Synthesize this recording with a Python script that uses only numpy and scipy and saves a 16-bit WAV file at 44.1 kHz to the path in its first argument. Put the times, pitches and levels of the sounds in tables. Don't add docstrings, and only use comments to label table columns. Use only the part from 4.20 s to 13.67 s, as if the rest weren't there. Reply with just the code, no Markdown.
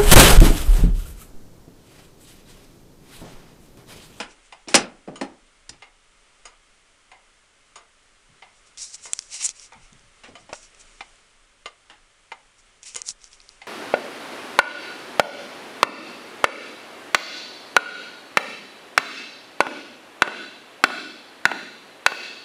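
import sys
import numpy as np
from scipy import signal
from scipy.fft import rfft, irfft, next_fast_len
from scipy.io import wavfile
from scipy.ndimage import uniform_filter1d, map_coordinates

SR = 44100
rng = np.random.default_rng(int(sys.argv[2]) if len(sys.argv) > 2 else 0)


def output_pcm(signal):
    pcm = np.clip(np.atleast_2d(signal).T, -1, 1) * 32767
    wavfile.write(sys.argv[1], SR, np.round(pcm).astype(np.int16))


N = 417624


def escapement():
    # start_s, level_db, steel_db, low_case_db
    beats = [(0.324, -32.5, -10, -0.5), (0.957, -34, -2.5, -5.5), (1.622, -34, -11, -3),
             (2.254, -34, 1.5, -3.5), (2.916, -37.5, -12, -2), (3.557, -36.5, 0.3, -1.5),
             (4.222, -37, -24, -1.6), (4.854, -37.5, 1.1, -2), (5.521, -39.5, -13, 0),
             (6.154, -31.5, -7.5, -4.5), (6.807, -24.5, -19.5, -2.5), (7.458, -24, -11.5, -2),
             (8.118, -24, -19, -2), (8.757, -27, 2.5, -7), (9.417, -31, -18, -7.5)]
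    # pitch_hz, tock_db, tick_db, t60_s
    case_modes = [(480, -18.5, 2.5, .05), (684, -9.5, 2.8, .07), (795, -2.5, -6.5, .07),
                  (905, -2, 2.5, 0.085), (1040, -8, 0, 0.066), (1200, -9, 3, 0.11), (1495, -13, 3.5, 0.041),
                  (1630, -15.5, -10.5, .05), (2080, 3, 1, 0.06), (2149, -8, -15.5, 0.059),
                  (2365, 1.5, -2.5, 0.039), (2560, -9, -13, .05), (2790, -5, -3, 0.05),
                  (3040, -7.5, 0, 0.066), (3526, -4.5, -5.3, 0.012), (4320, -23.5, -3, 0.00975)]
    # pitch_hz, level_db, t60_s
    steel_modes = [(5327, -9, 0.028), (4956, -8, 0.1), (6536, -5.5, .04), (6748, 0, 0.044),
                   (6800, -0.5, 0.066), (7156, -8.5, 0.037), (8200, -10, 0.023), (8950, -2.5, 0.043)]
    tock_ms, tick_ms = 6, 12
    room_db = -37
    out = np.zeros(N)
    for k, (start_s, level_db, steel_db, low_case_db) in enumerate(beats):
        is_tick = k % 2
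        modes = [(hz, tick_db if is_tick else tock_db, t60) for hz, tock_db, tick_db, t60 in case_modes]
        contact_ms = tick_ms if is_tick else tock_ms
        low = ring(modes[:8], contact_ms, dense_db=-6, dense_t60_s=0.045)
        high = ring(modes[8:], contact_ms, dense_db=-5.5, dense_t60_s=0.022)
        steel = ring(steel_modes, contact_ms, dense_db=-5, dense_t60_s=0.034)
        beat = amp(low_case_db) * low + high + amp(steel_db) * steel
        add(out, start_s, amp(level_db) * in_room(beat, room_db - level_db))
    return out


def knocks():
    # start_s, level_db, boom_db, hook_db, rattle_ms, hardness_db_per_octave, room_db, sustain
    blows = [(0.001, -18.5, -12.5, -5, 16, 0.5, -5.5, 1), (0.474, -38, 6.5, -13, 7.4, 9, 2, 0.5),
             (0.484, -27.5, -30, 3, 48, 1.5, -26, 0.61), (0.543, 3.5, -11, -4.5, 14.8, 1, -11, 0.73),
             (0.552, -5.5, -13.5, 13.5, 1.5, -5, -15.5, 1), (0.876, -33, 1.5, -18, 10, -10, 2.5, 0.94),
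             (0.883, -37.5, 8, -24.5, 4, -7, -12.5, .9), (1.012, -19, -0.6, -6.5, 14.4, -3.5, -6.5, 0.73),
             (1.493, -34, -14, 11.5, 1.7, 5, -10.5, 0.79), (1.529, -45, -8, -12.5, 7.7, 0.6, -0.5, 0.71),
             (6.036, -38, -17.5, -3, 17.6, 1.3, 4, 0.3), (6.081, -48.5, 5, 2, 15, -9, 2.5, 0.69),
             (6.292, -37, -8, -7, 23, -2.5, -12, .3), (6.329, -20.5, -29, -12, 6.1, -4, -19, 0.085),
             (7.699, -34, -21, -10.5, 9.9, -0.3, 0, 0.34)]
    # pitch_hz, level_db, t60_s
    door_modes = [(643.4, -2.5, .08), (790, -6.5, 0.21), (825, -4.5, 0.24), (996, -1.5, 0.038),
                  (1350, -8.5, 0.035), (1550, -5.5, 0.03), (2194, -9, .06), (2470, 2.5, 0.029),
                  (2920, -4.5, .06)]
    boom_modes = [(214, 3, 0.13), (273, 5.5, 0.24), (337.5, 1, 0.27), (447, -2, 0.089), (568, -5, 0.089)]
    hook_modes = [(4230, -4.5, 0.057), (4972, 1, 0.027), (5140, 0.7, 0.03), (5370, -1.7, 0.064),
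                  (5810, -1, 0.032), (7020, -6, 0.076), (8100, -12, 0.027), (8900, -25.5, .03)]
    out = np.zeros(N)
    for start_s, level_db, boom_db, hook_db, rattle_ms, hardness, room_db, sustain in blows:
        door = ring(door_modes, rattle_ms, dense_db=3.5, dense_t60_s=0.027,
                    tilt_db_per_octave=hardness, sustain=sustain)
        boom = ring(boom_modes, rattle_ms / 2, dense_db=-1, dense_t60_s=0.1 * sustain, sustain=sustain)
        hook = ring(hook_modes, rattle_ms, dense_db=0.5, dense_t60_s=0.03, sustain=sustain)
        knock = door + amp(boom_db) * boom + amp(hook_db) * hook
        add(out, start_s, amp(level_db) * in_room(knock, room_db))
    return out


def housing_clicks():
    # start_s, level_db, pitch_hz
    snaps = [(4.5745, -27, 5770), (4.7451, -23, 5450), (4.9338, 1, 7760), (4.991, -7.5, 5700),
             (5.024, -31, 5150), (5.2914, -11, 6400), (5.3972, -27, 5320), (5.5338, -36, 5760),
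             (5.7306, -36, 6410), (5.7945, -42, 5920), (6.3333, -19.5, 5500), (6.43, -34, 6460),
             (6.548, -39, 5900), (6.958, -41.5, 6940), (8.6312, -25, 6430), (8.748, -17, 7000),
             (8.764, -8, 6760), (8.772, -33, 5800), (8.8182, -11.5, 6340), (8.884, -26.5, 6190),
             (8.889, -9.5, 5500), (8.9072, -20.5, 5500), (9.017, -40.5, 5960), (9.0424, -23.5, 6020),
             (9.053, -42, 6500), (9.0774, -38, 6080), (9.1312, -31, 5250), (9.203, -32.5, 4400),
             (9.216, -36, 5500), (9.2912, -27, 4660)]
    # pitch_hz, level_db
    housing_modes = [(2070, -20.5), (2600, -1.5), (3450, 3)]
    rise_cycles, t60_s = 0.98, 0.011
    out, t = np.zeros(N), np.arange(SR // 50) / SR
    fade_db = -60 * t / t60_s
    for start_s, level_db, pitch_hz in snaps:
        rise_s = rise_cycles / pitch_hz
        snap = np.sin(2 * np.pi * pitch_hz * t) * (t / rise_s) * np.exp(1 - t / rise_s)
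        modes = sum(amp(db + 6.3 * rng.standard_normal()) * np.sin(2 * np.pi * hz * t)
                    for hz, db in housing_modes)
        knock = amp(-30 + 0.64 * level_db + fade_db) * modes
        rattle = amp(-12 + fade_db) * np.diff(rng.standard_normal(len(t) + 1))
        add(out, start_s, amp(level_db) * (snap + rattle) + knock)
    return out


def finger_strokes():
    # peak_s, rise_ms, fall_ms, level_db, bright_db, scrape_db
    strokes = [(0.115, 30, 30, -55.5, -4, -4), (0.26, 30, 30, -61, 5, -9), (4.37, 60, 71, -63.5, 2, -12.5),
               (4.475, 21, 29, -57, 1.5, -15), (4.583, 9, 46, -37.5, -5, -16),
               (4.624, 36, 63, -33.5, -2, -19.5), (4.7, 46, 40, -45.5, -1.1, -21),
               (4.748, 29, 19, -36.5, 0, -18), (4.79, 33, 47, -53, -4, -6), (4.855, 45, 44, -40.5, 3, -14),
               (4.96, 130, 180, -47.5, 1, -19), (5.15, 47, 53, -32.5, -2, -11),
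               (5.215, 30, 85, -32.5, -5, -6.5), (5.26, 35, 13, -17.5, 9.5, -23.5),
               (5.305, 71, 16, -38, -4, -19), (5.37, 36, 49, -51.5, -0.6, -9),
               (5.44, 85, 46, -46.5, -1.5, -11), (5.64, 45, 64, -59, -4.5, -2),
               (6.2, 27, 55, -59.5, -2.1, -9), (6.35, 29, 68, -46.5, 0, -12), (6.44, 49, 47, -51, -1.5, -9),
               (6.605, 18, 34, -48.5, 1, -10), (6.75, 290, 350, -62.5, 0, -5.5),
               (8.395, 25, 25, -58, -2, -12), (8.64, 13.5, 9.2, -46, 0, -6), (8.668, 21, 72, -40, 0, -8.5),
               (8.775, 56, 42, -44, 2, -7), (8.895, 40, 27, -31, 1, -19.5),
               (9.05, 65, 50, -52.5, -3, -12.5), (9.14, 42, 31, -52.5, -1, -6.5),
               (9.25, 130, 110, -62, -7, -16), (9.33, 60, 58, -59.5, -1, -7)]
    # frequency_hz, density_db
    lower_hiss = [(3000, -35), (3800, -9.5), (4600, -7.5), (5400, -4), (5750, 1), (6100, -6.5),
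                  (7000, -20.5), (11000, -21)]
    upper_hiss = [(5000, -96.5), (6300, -6.5), (7100, -0.5), (8300, -5), (9300, -10.5), (10500, -15),
                  (13000, -24.5)]
    scrape = [(400, -32), (800, -13.5), (1200, -12.5), (1700, -13.5), (2100, -3.5), (2550, 0), (3000, -1.5),
              (3600, -11.5), (4200, -28.5)]
    edge_db, flatness = 16.5, 1.74
    t = np.arange(N) / SR
    power = np.full((3, N), 1e-12)
    for peak_s, rise_ms, fall_ms, level_db, bright_db, scrape_db in strokes:
        from_peak = 1000 * np.where(t < peak_s, (peak_s - t) / rise_ms, (t - peak_s) / fall_ms)
        bright = amp(2 * bright_db)
        shares = np.array([1 / (1 + bright), bright / (1 + bright), amp(2 * scrape_db)])
        near = from_peak < 4
        envelope_db = level_db - edge_db * from_peak[near] ** flatness
        power[:, near] += shares[:, None] * amp(2 * envelope_db)
    hiss_db = 10 * np.log10(power[0] + power[1])
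    coarseness = np.clip((hiss_db + 42) / 25, 0.2, 1.3)
    slips = rng.standard_normal(N) * amp(coarseness * (3.4 * wobble(450) + 1.1 * wobble(90)))
    layers = [unit(coloured(slips, spectrum)) for spectrum in (lower_hiss, upper_hiss, scrape)]
    return np.sum(np.sqrt(power) * layers, axis=0)


def hand_bumps():
    # start_s, level_db, pitch_hz
    bumps = [(1.491, -48.5, 91), (4.088, -57, 141), (4.749, -65, 83.4), (5.552, -52.5, 121),
             (5.714, -51.5, 139), (5.828, -59, 111), (6.084, -49, 149), (6.199, -55, 165),
             (8.893, -60, 150)]
    rise_s, t60_s = 0.0078, 0.31
    out, t = np.zeros(N), np.arange(SR // 3) / SR
    for start_s, level_db, pitch_hz in bumps:
        band = lambda hz: np.exp(-0.5 * (np.log((hz + 1) / pitch_hz) / 0.47) ** 2)
        thud = unit(filtered(rng.standard_normal(len(t)), band))
        envelope = amp(level_db - 60 * t / t60_s) * (1 - np.exp(-t / rise_s))
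        add(out, start_s, envelope * thud)
    return out


def room_tone_and_rumble():
    # time_s, rumble_db, tone_db
    levels = [(0.0, -59, -56), (0.3, -64.5, -58.5), (1.79, -64.5, -61), (2.11, -61.5, -58.5),
              (3.2, -67.5, -60), (4.2, -65.5, -58.5), (4.7, -66.5, -57.5), (5.2, -67.5, -57.5),
              (5.781, -58, -56.5), (6.139, -67, -57), (6.4, -63, -56.5), (6.7, -63, -55.5),
              (7.2, -66.5, -59.5), (8.5, -68.5, -59), (8.851, -63.5, -59.5), (9.47, -65.5, -55.5)]
    # frequency_hz, density_db
    tone_spectrum = [(41, -36.5), (70, -3.5), (117, -10.5), (303, -9), (352, -11), (409, -5), (486, -10),
                     (565, -8.5), (850, -10), (1170, -7.5), (2100, -7.5), (3370, -12.5), (7800, -11.5),
                     (10100, -13), (12000, -33), (15600, -62.5), (22000, -120)]
    rumble_spectrum = [(12, -4.5), (28, 3.5), (45, -13.5), (80, -28.5), (150, -56.5)]
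    # centre_hz, half_width_hz, boost_db
    resonances = [(566.3, 13, 5.5), (1300, 150, 3.5), (2150, 80, 3.5), (3130, 600, 5.5)]
    time_s, rumble_db, tone_db = np.transpose(levels)
    t = np.arange(N) / SR
    boost_db = lambda hz: sum(db / (1 + ((hz - centre) / width) ** 2) for centre, width, db in resonances)
    tone = unit(filtered(rng.standard_normal(N), lambda hz: amp(along(tone_spectrum, hz) + boost_db(hz))))
    rumble = unit(coloured(rng.standard_normal(N), rumble_spectrum))
    tone_gain = amp(np.interp(t, time_s, tone_db) + 0.61 * wobble(10))
    rumble_gain = amp(np.interp(t, time_s, rumble_db) + 1.4 * wobble(10))
    return tone_gain * tone + rumble_gain * rumble


def ring(modes, contact_ms, dense_db, dense_t60_s, tilt_db_per_octave=0, sustain=1):
    t = np.arange(SR // 4) / SR
    contact_s = contact_ms / 1000
    hz, db, t60_s = np.transpose(modes)[:, :, None]
    scatter_db = 2 * rng.standard_normal(hz.shape)
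    sign = (-1) ** np.arange(len(hz))[:, None]
    envelopes = amp(db + scatter_db - 60 * t / (sustain * t60_s))
    clear = np.sum(sign * envelopes * np.sin(2 * np.pi * hz * t), axis=0)
    rattle = rng.standard_normal(len(t)) * np.exp(-t / contact_s) / np.sqrt(contact_s * SR)
    rattle[0] = 1.5
    clear = signal.fftconvolve(clear, rattle)[:len(t)]
    low_hz, high_hz = hz.min() * 0.85, hz.max() * 1.1
    band = signal.butter(3, [low_hz, high_hz], "bandpass", fs=SR, output="sos")
    fade = np.exp(-t / (contact_s + dense_t60_s / np.log(1000)))
    thicket = signal.sosfilt(band, rng.standard_normal(len(t)) * fade)
    tilt = lambda f: amp(tilt_db_per_octave * np.log2(np.clip(f, low_hz, high_hz) / low_hz))
    out = filtered(unit(clear) + amp(dense_db) * unit(thicket), tilt)
    return out / np.abs(out).max()


def in_room(sound, room_db):
    # frequency_hz, t60_s
    decay_times = [(200, 0.41), (1000, .35), (4000, 0.23), (10000, 0.062)]
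    hz, t, noise = signal.stft(rng.standard_normal(SR // 2), SR, nperseg=512)
    power = uniform_filter1d(np.abs(rfft(sound, 2 ** 14)) ** 2, size=24)[::32]
    envelope = np.clip(t / 0.0074, 0, 1) * amp(-60 * t / along(decay_times, hz)[:, None])
    tail = signal.istft(noise * envelope * np.sqrt(np.abs(power))[:, None], SR, nperseg=512)[1]
    out = amp(room_db) * tail / np.linalg.norm(tail) * np.linalg.norm(sound)
    add(out, 0, sound)
    return out


def amp(db):
    return 10 ** (np.asarray(db) / 20)


def unit(x):
    return x / np.sqrt(np.mean(x ** 2) + 1e-20)


def along(points, hz):
    point_hz, values = np.transpose(points)
    return np.interp(np.log(hz + 1), np.log(point_hz + 1), values)


def wobble(rate_hz):
    knots = rng.standard_normal(int(N * rate_hz / SR) + 4)
    return map_coordinates(knots, [np.arange(N) * rate_hz / SR])


def filtered(x, response):
    size = next_fast_len(x.shape[-1] + 8192)
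    return irfft(rfft(x, size) * response(np.fft.rfftfreq(size, 1 / SR)), size)[..., :x.shape[-1]]


def coloured(x, curve):
    return filtered(x, lambda hz: amp(along(curve, hz)))


def add(track, start_s, sound):
    part = track[max(round(start_s * SR), 0):][:len(sound)]
    part += sound[:len(part)]


def scene():
    clock = escapement() + knocks()
    handling = hand_bumps() + housing_clicks() + finger_strokes()
    return (clock + handling + room_tone_and_rumble())[None]


def record(dry):
    # frequency_hz, gain_db
    microphone = [(20, 2.5), (9000, -0.5), (10400, -4), (11000, -12.5), (12200, -23.5), (12800, -46),
                  (16000, -62)]
    output_colour = [(25, -1), (170, -0.5), (11000, -0.5), (12500, -20), (16000, -21)]
    # frequency_hz, density_db
    hiss_spectrum = [(9500, -19.5), (10800, -4), (12300, -3.5), (12600, -47)]
    clip_level, band_limit_hz = 0.66, 16800
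    sensed = coloured(dry, microphone)
    clipped = sensed / (1 + np.abs(sensed / clip_level) ** 8) ** (1 / 8)
    hiss = amp(-85) * unit(coloured(rng.standard_normal(N), hiss_spectrum))
    return filtered(clipped + hiss, lambda hz: amp(along(output_colour, hz)) * (hz < band_limit_hz))


dry = scene()
out = record(dry)
output_pcm(out)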